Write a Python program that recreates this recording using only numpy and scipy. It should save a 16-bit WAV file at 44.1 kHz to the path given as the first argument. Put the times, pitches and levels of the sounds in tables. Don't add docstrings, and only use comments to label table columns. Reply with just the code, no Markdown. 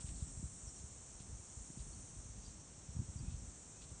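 import sys
import numpy as np
from scipy import signal
from scipy.fft import rfft, irfft
from scipy.io import wavfile
from scipy.ndimage import uniform_filter1d

SR = 44100
rng = np.random.default_rng(int(sys.argv[2]) if len(sys.argv) > 2 else 0)


def wav_out(sig):
    wavfile.write(sys.argv[1], SR, np.round(np.clip(np.atleast_2d(sig).T, -1, 1) * 32767).astype(np.int16))


N = 176400


def undb(db):
    return 10 ** (np.asarray(db) / 20)


def level(x, db):
    return x * undb(db) / np.sqrt(np.mean(x ** 2))


def freqs():
    return np.maximum(np.arange(N // 2 + 1) * SR / N, 1)


def noise(points):
    hz, db = np.array(points).T
    gain = undb(np.interp(np.log(freqs()), np.log(hz), db))
    return irfft(rfft(rng.standard_normal(N)) * gain, N)


def walk(per_s):
    hold = max(int(SR / per_s), 1)
    steps = np.repeat(rng.standard_normal(N // hold + 2), hold)[rng.integers(hold):][:N]
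    return np.sqrt(2) * uniform_filter1d(uniform_filter1d(steps, hold), hold)


def swell(t, start, length):
    return np.sin(np.pi * np.clip((t - start) / length, 0, 1))


# frequency_hz, relative_db
AIR_SPECTRUM = [(20, -12), (45, -0.5), (80, 1), (150, -2), (250, -6), (400, -9.5), (700, -12.5),
                (1200, -16), (2000, -21.5), (4500, -22), (9000, -47)]
# frequency_hz, relative_db
WIND_SPECTRUM = [(20, -26), (48, 0.5), (90, -7), (180, -9.5), (300, -20.5), (600, -48)]
# time_s, level_db
WIND_LEVELS = [(0, -53), (.17, -56), (.5, -59), (.9, -62), (1.03, -68.5), (1.3, -59), (1.48, -61.5),
               (1.8, -57), (2.4, -58.5), (2.62, -61), (2.85, -58), (3.05, -61), (3.27, -50.5), (3.5, -63.5),
               (4, -57.5)]


def air_and_wind(t):
    gust_db = 3.5 * walk(per_s=18)
    wind_db = np.interp(t, *np.array(WIND_LEVELS).T) + gust_db
    air = level(noise(AIR_SPECTRUM), db=-62)
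    return air + level(noise(WIND_SPECTRUM), db=0) * undb(wind_db)


# frequency_hz, relative_db
CHORUS_SPECTRUM = [(4000, -39), (5000, -35), (5300, -5.5), (5700, 2.5), (6250, -4), (6800, 2), (7400, 7.5),
                   (8200, 8.5), (8800, 8), (9300, -11)]
# time_s, low_db, middle_db, high_db
CHORUS_BAND_LEVELS = [(0, -61.5, -64, -54.5), (.65, -63, -60, -61.5), (1.05, -63, -60.5, -64),
                      (1.3, -63.5, -66.5, -64), (1.6, -63.5, -56.5, -61.5), (1.9, -64, -63, -62),
                      (2.9, -64, -64, -61), (3.6, -65.5, -63.5, -58.5), (4, -65.5, -65.5, -62)]
CHORUS_SPLIT_HZ, CHORUS_GAIN_DB, CHORUS_FLICKER_DB = (6230, 7270), -5.5, 1.15


def far_chorus(t):
    hiss = level(noise(CHORUS_SPECTRUM), db=0)
    lowpasses = [signal.butter(12, hz, fs=SR, output="sos") for hz in CHORUS_SPLIT_HZ]
    low, below_high = (signal.sosfiltfilt(lowpass, hiss) for lowpass in lowpasses)
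    times, *band_levels = np.array(CHORUS_BAND_LEVELS).T
    out = np.zeros(N)
    for band, db in zip((low, below_high - low, hiss - below_high), band_levels):
        flicker_db = CHORUS_FLICKER_DB * walk(per_s=18)
        out += level(band, CHORUS_GAIN_DB) * undb(np.interp(t, times, db) + flicker_db)
    return out


# start_s, length_s, first_hz, last_hz, width_hz, level_db
DISTANT_CHIRPS = [(.642, .028, 6600, 5950, 220, -63.5), (.662, .032, 5950, 5150, 220, -61.5),
                  (.668, .04, 6150, 5450, 220, -63), (.754, .026, 5950, 5500, 220, -61),
                  (1.915, .049, 4360, 4620, 253, -71.5), (2.445, .04, 4740, 4830, 190, -66),
                  (3.176, .034, 4850, 4700, 220, -64.5), (3.191, .15, 2470, 2620, 80, -73.5),
                  (3.708, .17, 2480, 2600, 80, -76)]


def chirps(t):
    out = np.zeros(N)
    for start, length, first_hz, last_hz, width_hz, db in DISTANT_CHIRPS:
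        pitch_hz = np.interp(t, [start, start + length], [first_hz, last_hz])
        phase = 2 * np.pi * np.cumsum(pitch_hz) / SR
        blur = walk(2 * width_hz) + 1j * walk(2 * width_hz)
        call = (blur * np.exp(1j * phase)).real
        out += level(call, db) * swell(t, start, length)
    return out


# start_s, length_s, centre_hz, level_db
CLOSE_SCUFFS = [(0, 0.029, 3400, -62), (0.049, 0.08, 3320, -64), (0.12, 0.15, 4340, -69),
                (0.778, .04, 4000, -69), (1.18, 0.061, 3870, -68.5), (1.77, 0.06, 4700, -67),
                (2.393, 0.15, 4400, -70), (3.255, 0.12, 3500, -71), (3.808, 0.049, 3770, -65.5)]


def scuffs(t):
    out = np.zeros(N)
    for start, length, centre_hz, db in CLOSE_SCUFFS:
        grain_db = 3 * walk(per_s=500)
        grit = rng.standard_normal(N) * undb(grain_db)
        out += level(resonate(grit, centre_hz, width_hz=2040), db) * swell(t, start, length)
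    return out


# time_s, peak_db, pitch_hz
MIC_BUMPS = [(0.044, -37, 93), (0.086, -42.5, 90), (0.119, -49, 84), (0.224, -33.5, 89), (.302, -50, 64),
             (0.373, -40, 86), (0.397, -40.5, 130), (0.43, -41, 250), (0.439, -36.5, 89),
             (0.456, -45.5, 121), (0.526, -50, 75), (0.633, -46, 65.4), (0.673, -43.5, 77),
             (0.809, -46.5, 89), (0.84, -41, 88.5), (0.916, -52.5, 101), (1.149, -50.5, 65),
             (1.205, -46.5, 154), (1.295, -46, 65), (1.329, -44, 75.4), (1.346, -46.5, 71.4),
             (1.374, -50, 63), (1.398, -46.5, 94), (1.571, -42.5, 88.5), (1.603, -44.5, 67),
             (1.703, -41.5, 200), (1.774, -40.5, 163), (1.786, -51, 91), (1.801, -40, 72.6),
             (2.167, -46, 70), (2.187, -44.5, 78), (2.257, -46, 105), (2.298, -43.5, 73.6),
             (2.357, -48, 93), (2.375, -48, 73.5), (2.781, -49.5, 100), (2.89, -41.5, 87),
             (2.953, -43, 124), (2.966, -34.5, 122), (2.992, -31, 99), (3.002, -33.5, 123),
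             (3.018, -40.5, 254), (3.029, -42, 144), (3.087, -41, 91), (3.099, -42.5, 98),
             (3.159, -37.5, 107), (3.207, -39, 125), (3.232, -40, 84), (3.246, -42.5, 198),
             (3.281, -34.5, 90), (3.323, -39.5, 126), (3.343, -36.5, 71.4), (3.368, -40.5, 73),
             (3.419, -45, 73), (3.477, -46.5, 66.6), (3.917, -43.5, 95)]
MIC_LOW_HZ, BUMP_TOP_HZ, BUMP_LEAD_S = 35.5, 342, 0.0018
RING_PITCH_RATIO, RING_DAMPING = 1.56, 0.67
TAIL_PITCH_RATIO, TAIL_DAMPING = 0.74, 0.36


def mic_bumps():
    out, s = np.zeros(N), 1j * freqs()
    bass_cut = s / (MIC_LOW_HZ + s)
    soft_contact = 1 / np.sqrt(1 + (freqs() / BUMP_TOP_HZ) ** 10)
    for time, peak_db, pitch_hz in MIC_BUMPS:
        s_ring, s_tail = s / (pitch_hz * RING_PITCH_RATIO), s / (pitch_hz * TAIL_PITCH_RATIO)
        ring = 1 / (1 + RING_DAMPING * s_ring + s_ring ** 2)
        tail = s_tail / (1 + TAIL_DAMPING * s_tail + s_tail ** 2)
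        delay = np.exp(-2 * np.pi * s * (time - BUMP_LEAD_S))
        thump = irfft(-bass_cut * soft_contact * ring * tail * delay, N)
        out += undb(peak_db) * thump / np.abs(thump).max()
    return out


def resonate(x, hz, width_hz):
    b, a = signal.iirpeak(min(hz, SR * .45), hz / (width_hz * np.pi / 2), fs=SR)
    return signal.lfilter(b, a, signal.lfilter(b, a, x))


def scatter(x, t, decay_s=0.0067):
    echoes = rng.standard_normal(N) * np.exp(-t / decay_s)
    return x + signal.fftconvolve(x, echoes / np.linalg.norm(echoes))[:N]


CLICK_JITTER_S, CLICK_SPREAD_DB, RATE_DRIFT = .000018, 2, .0014
BODY_LOW_HZ = 5260


def cicada(t, rate_hz, body_hz, width_hz, db):
    cycles = np.cumsum(rate_hz * (1 + RATE_DRIFT * walk(per_s=5))) / SR + rng.random()
    click_s = np.interp(np.arange(1, int(cycles[-1])), cycles, t)
    jitter, strength = rng.standard_normal((N // 50, 2))[:len(click_s)].T
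    position = (click_s + CLICK_JITTER_S * jitter)[:, None] * SR
    taps = position.astype(int) + np.arange(-3, 5)
    clicks = np.sinc(taps - position) * undb(CLICK_SPREAD_DB * strength)[:, None]
    pulses = np.zeros(N)
    np.add.at(pulses, np.clip(taps, 0, N - 1), clicks)
    radiation = signal.butter(8, BODY_LOW_HZ, "high", fs=SR, output="sos")
    body = signal.sosfilt(radiation, resonate(pulses, body_hz, width_hz))
    return level(scatter(body, t), db)


def waver(spread_db=3.2):
    return undb(spread_db * walk(per_s=1.6))


def farther_cicadas(t, count=10, ebb_db_per_s=0.53):
    out = np.zeros(N)
    for k, (rate_draw, body_draw) in enumerate(rng.random((count, 2))):
        rate_hz = np.interp(rate_draw, [0, 1], (220, 460))
        body_hz = np.interp((k + body_draw) / count, [0, 1], (6580, 8540))
        out += cicada(t, rate_hz, body_hz, width_hz=1300, db=-73) * waver()
    return out * undb(-ebb_db_per_s * t)


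# click_rate_hz, body_hz, width_hz, level_db
STEADY_SINGERS = [(399, 7700, 2100, -68.5), (367, 6300, 480, -70.5), (259.4, 7200, 3700, -76.5)]


def steady_cicadas(t):
    return sum(cicada(t, *singer) * waver() for singer in STEADY_SINGERS)


# click_rate_hz, body_hz, width_hz, opening_level_db
NEAREST_SINGERS = [(421.7, 7780, 1100, -62), (149, 8000, 540, -64.5), (264.8, 8600, 880, -65.5)]


def nearest_cicadas(t, hold_s=0.67, fade_db_per_s=26):
    fade = undb(-fade_db_per_s * np.maximum(t - hold_s, 0))
    return sum(cicada(t, *singer) for singer in NEAREST_SINGERS) * fade


def scene():
    t = np.arange(N) / SR
    cicadas = nearest_cicadas(t) + steady_cicadas(t) + farther_cicadas(t) + far_chorus(t)
    return (air_and_wind(t) + chirps(t) + scuffs(t) + mic_bumps() + cicadas)[None]


def record(dry):
    top_hz = 9100
    return signal.sosfilt(signal.ellip(10, .2, 70, top_hz, fs=SR, output="sos"), dry)


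dry = scene()
out = record(dry)
wav_out(out)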